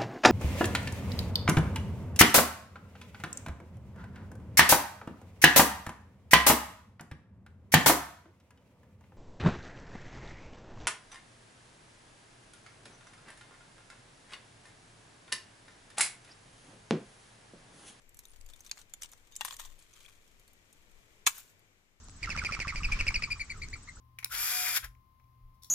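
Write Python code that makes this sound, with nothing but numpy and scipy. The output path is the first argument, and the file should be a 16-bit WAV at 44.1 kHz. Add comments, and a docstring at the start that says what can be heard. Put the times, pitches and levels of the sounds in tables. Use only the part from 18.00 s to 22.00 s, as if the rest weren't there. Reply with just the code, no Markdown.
"""Broken safety glass, handled close by, outdoors at the foot of a rock wall.
Shards click and grind in a hand and drop onto the pile. A cracked pane is pulled out, ticks as it is
held, and is thrown back with one short crash; crumbs scatter and settle. Each contact is a volley of
tiny fractures that rings the modes of the glass. Ground, rock and trees return a short echo.
Air hiss and microphone rumble lie underneath."""
import sys
import numpy as np
from scipy import signal
from scipy.fft import rfft, irfft
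from scipy.io import wavfile

SR = 44100
rng = np.random.default_rng(int(sys.argv[2]) if len(sys.argv) > 2 else 0)


def wav_out(sig):
    """Save sig, one row per channel (or a flat mono array), as 16-bit PCM at SR to the path in sys.argv[1]."""
    wavfile.write(sys.argv[1], SR, np.round(np.clip(np.atleast_2d(sig).T, -1, 1) * 32767).astype(np.int16))


N = 176400
T = np.arange(N) / SR
BIN_HZ = np.arange(N // 2 + 1) * SR / N
SIDE = np.array([[1], [-1]])   # left, right


def from_db(db):
    """Decibels to gain."""
    return 10 ** (np.asarray(db) / 20)


def unit_rms(x):
    """Scale to an RMS of one."""
    return x / np.sqrt(np.mean(x ** 2) + 1e-30)


def envelope(rows):
    """Gain along a level curve, silent outside it."""
    return from_db(np.interp(T, *np.transpose(rows), left=-140, right=-140))


def at_hz(points, hz):
    """Interpolate on a log-frequency axis."""
    freqs, values = np.transpose(points)
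    return np.interp(np.log(hz + 1e-3), np.log(freqs), values)


def pan(left_db):
    """Constant-power gains, left over right by left_db."""
    return unit_rms(from_db(SIDE * left_db / 2))


def bandpass(x, edges_hz):
    """Causal band-pass."""
    return signal.sosfilt(signal.butter(2, edges_hz, "band", fs=SR, output="sos"), x)


def add(out, start_s, x):
    """Mix in a short sound."""
    i = max(int(start_s * SR), 0)
    out[:, i:i + x.shape[1]] += x[:, :N - i]


def stereo(two, correlation):
    """Mix two independent signals into a correlated left and right."""
    correlation = np.clip(correlation, -.99, .99)
    return np.sqrt(1 + correlation) * two[0] + np.sqrt(1 - correlation) * two[1] * SIDE


# Four bands. Each row: low edge in Hz, high edge in Hz.
BANDS_HZ = [(700, 2000), (1800, 5000), (5000, 10000), (9500, 14500)]
# Microphone imbalance. Each entry: left over right in dB for one band.
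BAND_PAN_DB = [3, 10, -4.5, 0.5]
# Each entry: left-right correlation for one band.
BAND_CORRELATION = [0.72, .05, 0.73, 0.37]


def by_band(values, hz):
    """Interpolate per-band values between band centres."""
    centres_hz = np.sqrt(np.prod(BANDS_HZ, axis=1))
    return at_hz(list(zip(centres_hz, values)), hz)


def stereo_sine(hz, t):
    """One mode at two microphones, differing in level and phase."""
    phase = np.arccos(np.clip(by_band(BAND_CORRELATION, hz), -1, 1))
    return np.sin(2 * np.pi * hz * t + np.array([[phase], [0]])) * pan(by_band(BAND_PAN_DB, hz))


def resonate(x, modes, direct_db, damping=1):
    """The bare crack plus the modes it excites; damping multiplies their widths."""
    out = from_db(direct_db) * x
    for k, (hz, width_hz, db) in enumerate(modes):
        r = np.exp(-np.pi * width_hz * damping / SR)
        feedback = [1, -2 * r * np.cos(2 * np.pi * hz / SR), r * r]
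        ring = signal.lfilter([(1 - r * r) / 2, 0, (r * r - 1) / 2], feedback, x)
        out = out + (-1) ** k * from_db(db) * ring
    return out


def fragment(x, count=9, low_hz=3500, high_hz=15000, width_hz=68, gain_db=4.5):
    """Each fragment has its own shape, so its own sharp, high modes."""
    pitches_hz = low_hz + (high_hz - low_hz) * (np.arange(count) + rng.random(count)) / count
    return resonate(x, [(hz, width_hz, gain_db) for hz in pitches_hz], direct_db=-57)


def contacts(rows, modes, attack_s, decay_s, snap, direct_db, damping, decorrelation,
             spread_db, fragment_db, detune):
    """A snap and a dying volley of fractures ring a slightly different piece at each contact."""
    snap_s, onset_s, mode_spread_db = 0.00096, .006, 4
    t = np.arange(SR // 12) / SR
    noise = rng.standard_normal((len(rows), 3, len(t)))
    volley = (np.exp(-t / decay_s) + snap * np.exp(-t / snap_s)) * (1 - np.exp(-t / attack_s))
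    cracks = noise[:, :2] * from_db(spread_db * np.clip(noise[:, 2:], -2, 2)) * volley
    shapes = rng.uniform(-1, 1, (len(rows), len(modes), 2))
    out = np.zeros((2, N))
    for (start_s, *levels_db, pan_db), crack, shape in zip(rows, cracks, shapes):
        piece = [(hz * (1 + detune * shift), width_hz, db + mode_spread_db * boost)
                 for (hz, width_hz, db), (shift, boost) in zip(modes, shape)]
        ring = resonate(crack, piece, direct_db, damping) + from_db(fragment_db) * fragment(crack)
        for k, edges_hz in enumerate(BANDS_HZ):
            part = bandpass(bandpass(ring, edges_hz), edges_hz)
            part = stereo(part, BAND_CORRELATION[k] - decorrelation) * pan(pan_db + BAND_PAN_DB[k])
            onset_rms = np.sqrt(np.mean(part[:, :int(onset_s * SR)] ** 2))
            add(out, start_s, part * from_db(levels_db[k]) / onset_rms)
    return out


def crunch(curve, spectrum, grains_per_s, spread_db, grain_s, hiss, tinkle):
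    """Grit breaks in uneven grains, each chinking one of six fragments, over thin hiss."""
    breaks = rng.random(N) < grains_per_s / SR
    sizes = breaks * from_db(spread_db * np.minimum(rng.exponential(1, N), 3))
    power = signal.lfilter([1], [1, -np.exp(-1 / (grain_s * SR))], sizes ** 2 + 1e-12)
    noise = stereo(rng.standard_normal((2, N)), .35)
    struck = rng.integers(0, 6, N)
    chinks = sum(fragment(sizes * (struck == k) * np.sign(noise) + 1e-12) for k in range(6))
    grains = noise * (unit_rms(np.sqrt(power)) + hiss) + tinkle * unit_rms(chinks)
    pan_db = by_band(BAND_PAN_DB, BIN_HZ) + 2.5
    colour = from_db(at_hz(spectrum, BIN_HZ) + SIDE * pan_db / 2)
    coloured = irfft(rfft(grains) * colour, N)
    return envelope(curve) * unit_rms(bandpass(coloured, (800, 18000)))


# Air and rumble envelopes. Each row: time in seconds, level in dB.
AIR_DB = [(0, -67), (1.3, -66.5), (2.3, -66.5), (3.2, -65), (3.6, -66.5), (4, -72)]
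RUMBLE_DB = [(0, -67), (.2, -57.5), (.32, -61), (.41, -51), (.52, -51.5), (.65, -64), (.9, -65.5),
             (1.03, -58), (1.2, -65.5), (1.5, -66.5), (1.68, -52.5), (1.85, -65), (2.2, -60), (2.7, -69.5),
             (2.92, -57), (3.2, -65.5), (3.85, -76.5), (4, -63.5)]
# Their spectra. Each row: frequency in Hz, relative level in dB.
AIR_SPECTRUM = [(41, -16), (70, -2), (100, 1.5), (118, -4), (185, -7), (217, -7.5), (467, -7.5),
                (523, -8.5), (751, -12), (1480, -13.5), (2320, -9), (2540, -14), (4580, -19), (7350, -16),
                (9220, -27), (13200, -26), (15500, -34.5)]
RUMBLE_SPECTRUM = [(10, -5), (18, 1), (30, -16), (48, -14.5), (80, -26.5), (160, -61)]
# Air width. Each row: frequency in Hz, left-right correlation.
AIR_CORRELATION = [(60, 0.99), (150, 0.79), (380, 0.56), (950, 0.02), (2380, -0.58), (5980, -0.12),
                   (15000, 0.6)]
# Air balance. 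Each row: frequency in Hz, left over right in dB.
AIR_PAN_DB = [(60, 3.5), (130, 7.5), (290, 6.5), (640, 6.5), (1410, 6.5), (3100, 11), (6820, -2.5),
              (15000, 2.0)]


def air_and_rumble():
    """Soft hiss of open air; low rumble on the hand-held microphone."""
    hiss = stereo(rfft(rng.standard_normal((2, N))), at_hz(AIR_CORRELATION, BIN_HZ))
    hiss *= from_db(at_hz(AIR_SPECTRUM, BIN_HZ) + SIDE * at_hz(AIR_PAN_DB, BIN_HZ) / 2)
    rumble = stereo(rfft(rng.standard_normal((2, N))), 0.71)
    rumble *= from_db(at_hz(RUMBLE_SPECTRUM, BIN_HZ)) * (BIN_HZ > 10)
    return (envelope(AIR_DB) * unit_rms(irfft(hiss, N))
            + envelope(RUMBLE_DB) * unit_rms(irfft(rumble, N)) * pan(left_db=6))


# Grinding envelope. Each row: time in seconds, level in dB.
GRIND_DB = [(0, -76.5), (.17, -79), (.22, -69.5), (.27, -68), (.35, -66), (.45, -72), (.51, -62.5),
            (.56, -65.5), (.65, -63), (.72, -67), (.76, -58), (.81, -51), (.86, -74.5), (1.0, -67),
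            (1.04, -54.5), (1.09, -67.5), (1.14, -61.5), (1.2, -63.5), (1.3, -71.5)]
# Its spectrum. Each row: frequency in Hz, relative level in dB.
GRIND_SPECTRUM = [(350, -12), (600, -6), (1580, -7.5), (2040, -17.5), (3200, -8), (3610, -8.5),
                  (5290, -11.5), (6150, -6), (8870, -7.5), (9630, -13.5), (10300, -13.5), (14000, -17),
                  (15500, -13)]


def hand_grind():
    """Glass grit crunches as the hand moves."""
    return crunch(GRIND_DB, GRIND_SPECTRUM, grains_per_s=220, spread_db=11.5, grain_s=0.0037,
                  hiss=0.38, tinkle=0.83)


# Clicks. Each row: start in seconds, level in dB in each of four bands, leftward pan in dB.
HAND_CONTACTS = [(0.0913, -92, -83, -63.5, -62, 0), (0.144, -73, -69, -61.5, -61, 0),
                 (0.1695, -84, -75, -59.5, -60, -1), (0.1898, -66, -61, -52, -49.5, 1),
                 (0.2529, -70.5, -70, -56, -59, 5), (0.4106, -84, -62, -57, -67, 0),
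                 (0.4621, -86, -65, -59.5, -62.5, 2), (0.5354, -78, -57, -62, -62, -1),
                 (0.6055, -66.5, -81, -54, -59, 7), (0.6627, -73, -54.5, -56, -62.5, 5),
                 (0.6945, -76, -60, -66, -62, 11), (0.7129, -54.5, -39.5, -40, -51.5, 1),
                 (0.7273, -61, -69, -70, -76.0, -5), (0.7724, -57.5, -60.5, -59, -66, 0),
                 (0.7776, -72, -56, -56, -72, 5), (0.8143, -81, -58.5, -56.5, -75, 3),
                 (0.9367, -60, -50.5, -47, -51, -1.5), (1.017, -80, -63, -53, -55, 3),
                 (1.0208, -56, -49, -41.5, -50, 7), (1.0322, -72, -47, -41, -56, 2),
                 (1.0576, -77, -56.5, -55, -80, 4.0), (1.1159, -79, -68, -56.5, -57.5, 3.0),
                 (1.133, -58.5, -67, -55.5, -66, 5), (1.322, -85, -64, -63, -71, 3),
                 (1.3543, -85, -59, -52.5, -59, 5), (1.3628, -90, -54.5, -40.5, -51, 8)]
# Shard modes. Each row: frequency in Hz, base width in Hz, gain in dB.
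HAND_MODES = [(2270, 98, -3), (2960, 56, 2.5), (4490, 150, -5), (6010, 350, 7.5), (7330, 360, 8),
              (10350, 460, -2), (13200, 660, -15)]


def hand_clicks():
    """Shards snap against each other in the hand."""
    return contacts(HAND_CONTACTS, HAND_MODES, attack_s=0.00038, decay_s=0.0032, snap=1.4, direct_db=-7,
                    damping=0.81, decorrelation=0.02, spread_db=3.5, fragment_db=-2.5, detune=0.065)


# Ringing shards. Each row: start in seconds, pitch in Hz, main mode level in dB, T60 in seconds.
SHARD_PINGS = [(.253, 3700, -49, 0.028), (.535, 3590, -51, 0.064), (.606, 6030, -47.5, 0.028),
               (.695, 3580, -51, 0.049), (0.7133, 4490, -28.5, 0.015), (0.7135, 7200, -28.5, 0.0088),
               (.937, 7080, -36.5, 0.03), (1.033, 2250, -54, 0.074), (1.322, 3660, -60, 0.43),
               (1.322, 6430, -60, 0.23), (1.363, 7200, -34.5, 0.037), (1.386, 7270, -52, 0.067),
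               (1.409, 2760, -29, 0.041), (1.409, 870, -36.5, 0.056), (1.449, 830, -40, 0.027),
               (1.455, 3400, -46, 0.048), (1.485, 8730, -39.5, 0.031), (2.083, 2370, -49.5, 0.025),
               (3.271, 7085, -22.5, 0.023), (3.271, 1061, -23, 0.024), (3.358, 13800, -51, .03),
               (3.401, 15100, -48, .03)]


def shard_pings(twin_gain=0.43, twin_offset=0.023, attack_s=0.00015):
    """A loose shard rings on in a close pair of modes."""
    out, t = np.zeros((2, N)), np.arange(SR // 4) / SR
    for start_s, hz, db, t60_s in SHARD_PINGS:
        twin_hz = hz * (1 + twin_offset * rng.uniform(.5, 1.5))
        tone = stereo_sine(hz, t) + twin_gain * stereo_sine(twin_hz, t)
        add(out, start_s, tone * from_db(db - 60 * t / t60_s) * (1 - np.exp(-t / attack_s)))
    return out


# Scrapes. Each row: start in seconds, length in seconds, base pitch in Hz, base level in dB.
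EDGE_SCRAPES = [(0.261, .06, 9500, -62), (0.37, 0.11, 9350, -70), (1.785, 0.02, 10050, -54),
                (1.499, .03, 8730, -52), (1.524, 0.03, 7120, -46), (2.042, 0.03, 3340, -57),
                (2.047, .04, 2330, -58)]


def edge_scrapes(slips_per_s=70, rise_s=.001):
    """Edge slips over edge in jerks, each a brief tone of its own strength and pitch."""
    out, t = np.zeros((2, N)), np.arange(SR // 40) / SR
    pulse = t / rise_s * np.exp(1 - t / rise_s)
    for start_s, length_s, hz, db in EDGE_SCRAPES:
        slips = rng.uniform(-0.17, 0.74, (40, 3))
        count = max(round(length_s * slips_per_s), 1)
        for k, (late, force, bend) in enumerate(slips[:count]):
            slip = stereo_sine(hz * (1 + .025 * bend), t) * pulse * from_db(db + 15 * force)
            add(out, start_s + (k + late + .5) / slips_per_s, slip)
    return out


# Tumbling envelope. Each row: time in seconds, level in dB.
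TUMBLE_DB = [(1.31, -69), (1.36, -72.5), (1.44, -57), (1.46, -46.5), (1.5, -53), (1.54, -48), (1.58, -69.5),
             (1.594, -43), (1.61, -49.5), (1.66, -56.5), (1.7, -64), (1.78, -69)]
# Its spectrum. Each row: frequency in Hz, relative level in dB.
TUMBLE_SPECTRUM = [(290, -50), (500, -5), (666, -17), (1100, 1.5), (1470, -15), (1880, -4.5), (2130, -12),
                   (3430, -5.5), (5130, -12), (7030, -4), (11800, -17.5), (14500, -8.5), (15500, -22)]


def pile_tumble():
    """Grit crunches under the tumbling handful."""
    return crunch(TUMBLE_DB, TUMBLE_SPECTRUM, grains_per_s=350, spread_db=4.5, grain_s=0.0022,
                  hiss=0.35, tinkle=.9)


# Landings. Each row: start in seconds, level in dB in each of four bands, leftward pan in dB.
PILE_CONTACTS = [(1.409, -44, -39, -41, -45.5, 6), (1.4137, -40.5, -38, -59, -51, 1),
                 (1.4487, -38.5, -41, -42, -35.5, 3), (1.455, -57, -46, -54.0, -52, 5),
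                 (1.4805, -48, -47, -53, -60, -6), (1.4844, -59, -50, -48, -57, -4),
                 (1.5083, -50.5, -42, -54, -60, -1), (1.5248, -53.5, -50.5, -62, -54, 3),
                 (1.566, -82, -57, -49.5, -55, 4), (1.5962, -46, -52, -47, -50, 4.5),
                 (1.6539, -58, -70, -52.5, -64, 1.5)]
# Pile modes. Each row: frequency in Hz, base width in Hz, gain in dB.
PILE_MODES = [(950, 240, -7.5), (1917, 33, 2), (3416, 56, 3.5), (5900, 200, 6.5), (6350, 130, 1),
              (7140, 79, 12.5), (8730, 96, 7), (10340, 60, 3), (10900, 290, -10)]


def pile_hits():
    """The handful lands and rings the glass of the pile."""
    return contacts(PILE_CONTACTS, PILE_MODES, attack_s=0.00014, decay_s=0.0039, snap=1.8, direct_db=-7,
                    damping=0.96, decorrelation=0.034, spread_db=4, fragment_db=-27, detune=0.0287)


# Lifting envelope. Each row: time in seconds, level in dB.
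LIFT_DB = [(1.78, -70), (1.8, -66), (1.86, -69.5), (1.91, -66), (1.945, -62), (2.03, -62), (2.08, -61),
           (2.19, -72), (2.4, -75), (3.2, -74.5)]
# Its spectrum. Each row: frequency in Hz, relative level in dB.
LIFT_SPECTRUM = [(410, -51), (700, -20), (1130, -6), (2080, -10), (2400, -3.5), (2800, -12), (3320, -3.5),
                 (3580, -7.5), (5150, -11.5), (7030, -6.5), (15500, -19.5)]


def pane_lift():
    """Grit crunches as the pane is pulled out and held."""
    return crunch(LIFT_DB, LIFT_SPECTRUM, grains_per_s=290, spread_db=1, grain_s=.0013,
                  hiss=0.39, tinkle=.7)


# Ticks. Each row: start in seconds, level in dB in each of four bands, leftward pan in dB.
TICK_CONTACTS = [(1.7898, -92, -65, -60.5, -74, 4), (1.8231, -81, -78, -60.5, -75, 4),
                 (1.9356, -88, -64, -57.5, -91, -8), (2.0044, -75, -62, -67, -74, -7),
                 (2.0829, -66, -74, -80, -74, 2), (2.2766, -82, -71, -68, -74, -4),
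                 (2.3954, -84, -71, -66.5, -67, -1), (2.4773, -76, -67, -65.5, -67, 2.0),
                 (2.5326, -81, -83, -70, -65, 0), (2.7273, -75, -75, -60, -65, 6),
                 (2.9136, -83, -79, -72, -75, 2), (3.3801, -58.5, -75, -62, -46.5, 3),
                 (3.4005, -67, -68, -65, -60, 5), (3.4771, -85, -71, -71, -76, 1),
                 (3.593, -82, -79, -77, -70.5, 3)]
# Pane modes. Each row: frequency in Hz, base width in Hz, gain in dB.
PANE_MODES = [(1065, 89, 4.5), (1310, 63, 1.5), (1590, 83, -6), (2330, 87, -1.5), (2623, 60, -8.5),
              (3040, 77, 3), (3530, 69, -0.5), (4070, 41, 3.5), (5540, 50, -11.5), (6030, 50, -7),
              (6810, 98, 2), (7060, 60, 1.5), (7350, 54, -2), (8100, 65, 2.5), (8650, 57, -3),
              (11750, 26, -3.5)]


def pane_ticks():
    """Cracks shift in the held pane; after the crash, crumbs land."""
    return contacts(TICK_CONTACTS, PANE_MODES, attack_s=0.00041, decay_s=0.0031, snap=1.7, direct_db=-11,
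                    damping=1.2, decorrelation=-0.17, spread_db=4, fragment_db=-5, detune=0.095)


def ground_thud(start_s=3.2715, hz=193, t60_s=0.016, lead_s=0.012):
    """A brief hiss leads into the crash; the soil gives under the pane with a puff of crushed leaves."""
    out, t = np.zeros((2, N)), np.arange(SR // 10) / SR
    leaves = bandpass(rng.standard_normal(len(t)), (150, 500)) * from_db(-24 - 60 * t / 0.025)
    soil = np.sin(2 * np.pi * hz * t) * from_db(-37 - 60 * t / t60_s)
    add(out, start_s, (soil + leaves) * pan(left_db=0.96))
    lead_hiss = unit_rms(bandpass(stereo(rng.standard_normal((2, len(t))), .5), (1200, 9000)))
    gate = (1 - np.exp(-t / 0.0013)) * (t < lead_s)
    add(out, start_s - lead_s, lead_hiss * from_db(-43.5) * gate)
    return out


# Impacts. Each row: start in seconds, level in dB in each of four bands, leftward pan in dB.
CRASH_CONTACTS = [(3.2632, -40.5, -28, -31.5, -37.5, 1.2), (3.2658, -40.5, -24.5, -22.5, -35, 1.2),
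                  (3.2706, -29.5, -25, -23.5, -31.5, 1.1), (3.278, -43, -37, -36.5, -44, 2),
                  (3.292, -50, -51, -42.5, -53, 1)]


def pane_crash():
    """The pane lands on its edge, buckles, slaps flat and rocks."""
    return contacts(CRASH_CONTACTS, PANE_MODES, attack_s=0.0016, decay_s=0.002, snap=0, direct_db=-12.5,
                    damping=1.7, decorrelation=0.1, spread_db=3.5, fragment_db=-6.5, detune=0)


# Scattering envelope. Each row: time in seconds, level in dB.
SCATTER_DB = [(3.272, -25.5), (3.3, -45), (3.33, -53), (3.382, -48), (3.42, -58), (3.46, -65), (3.51, -65),
              (3.55, -85), (3.7, -99)]
# Its spectrum. Each row: frequency in Hz, relative level in dB.
SCATTER_SPECTRUM = [(290, -55), (500, -23.5), (620, -9.5), (1120, -1.5), (1330, -8.5), (1450, 2.5),
                    (1960, -9.5), (2390, -6.5), (5200, -5.5), (6830, 0.5), (10000, -6.5), (14800, -5.5)]


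def crumb_scatter():
    """Crumbs spray from the crash and settle."""
    return crunch(SCATTER_DB, SCATTER_SPECTRUM, grains_per_s=600, spread_db=1, grain_s=0.0012,
                  hiss=1, tinkle=1.1)


def echo(x):
    """Quick scatter from ground and rock, then a faint tail from the trees."""
    t = np.arange(SR // 2) / SR
    response = 0
    for t60_s, db, delay_s in ((0.12, -18.5, .005), (0.29, -28.5, .02)):
        tail = rng.standard_normal((2, len(t))) * from_db(-60 * t / t60_s) * (t > delay_s)
        response = response + from_db(db) * unit_rms(tail) / np.sqrt(len(t))
    return signal.fftconvolve(x, bandpass(response, (300, 13000)), axes=1)[:, :N]


def scene():
    """Glass contacts and grit with their echo, in open air."""
    hits = hand_clicks() + pile_hits() + pane_ticks() + pane_crash()
    direct = hits + shard_pings() + edge_scrapes() + ground_thud()
    direct += hand_grind() + pile_tumble() + pane_lift() + crumb_scatter()
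    return direct + echo(direct) + air_and_rumble()


def record(dry):
    """Steep low-pass."""
    cutoff_hz = 15450
    return signal.sosfilt(signal.ellip(10, .2, 70, cutoff_hz, fs=SR, output="sos"), dry)


dry = scene()
out = record(dry)
wav_out(out)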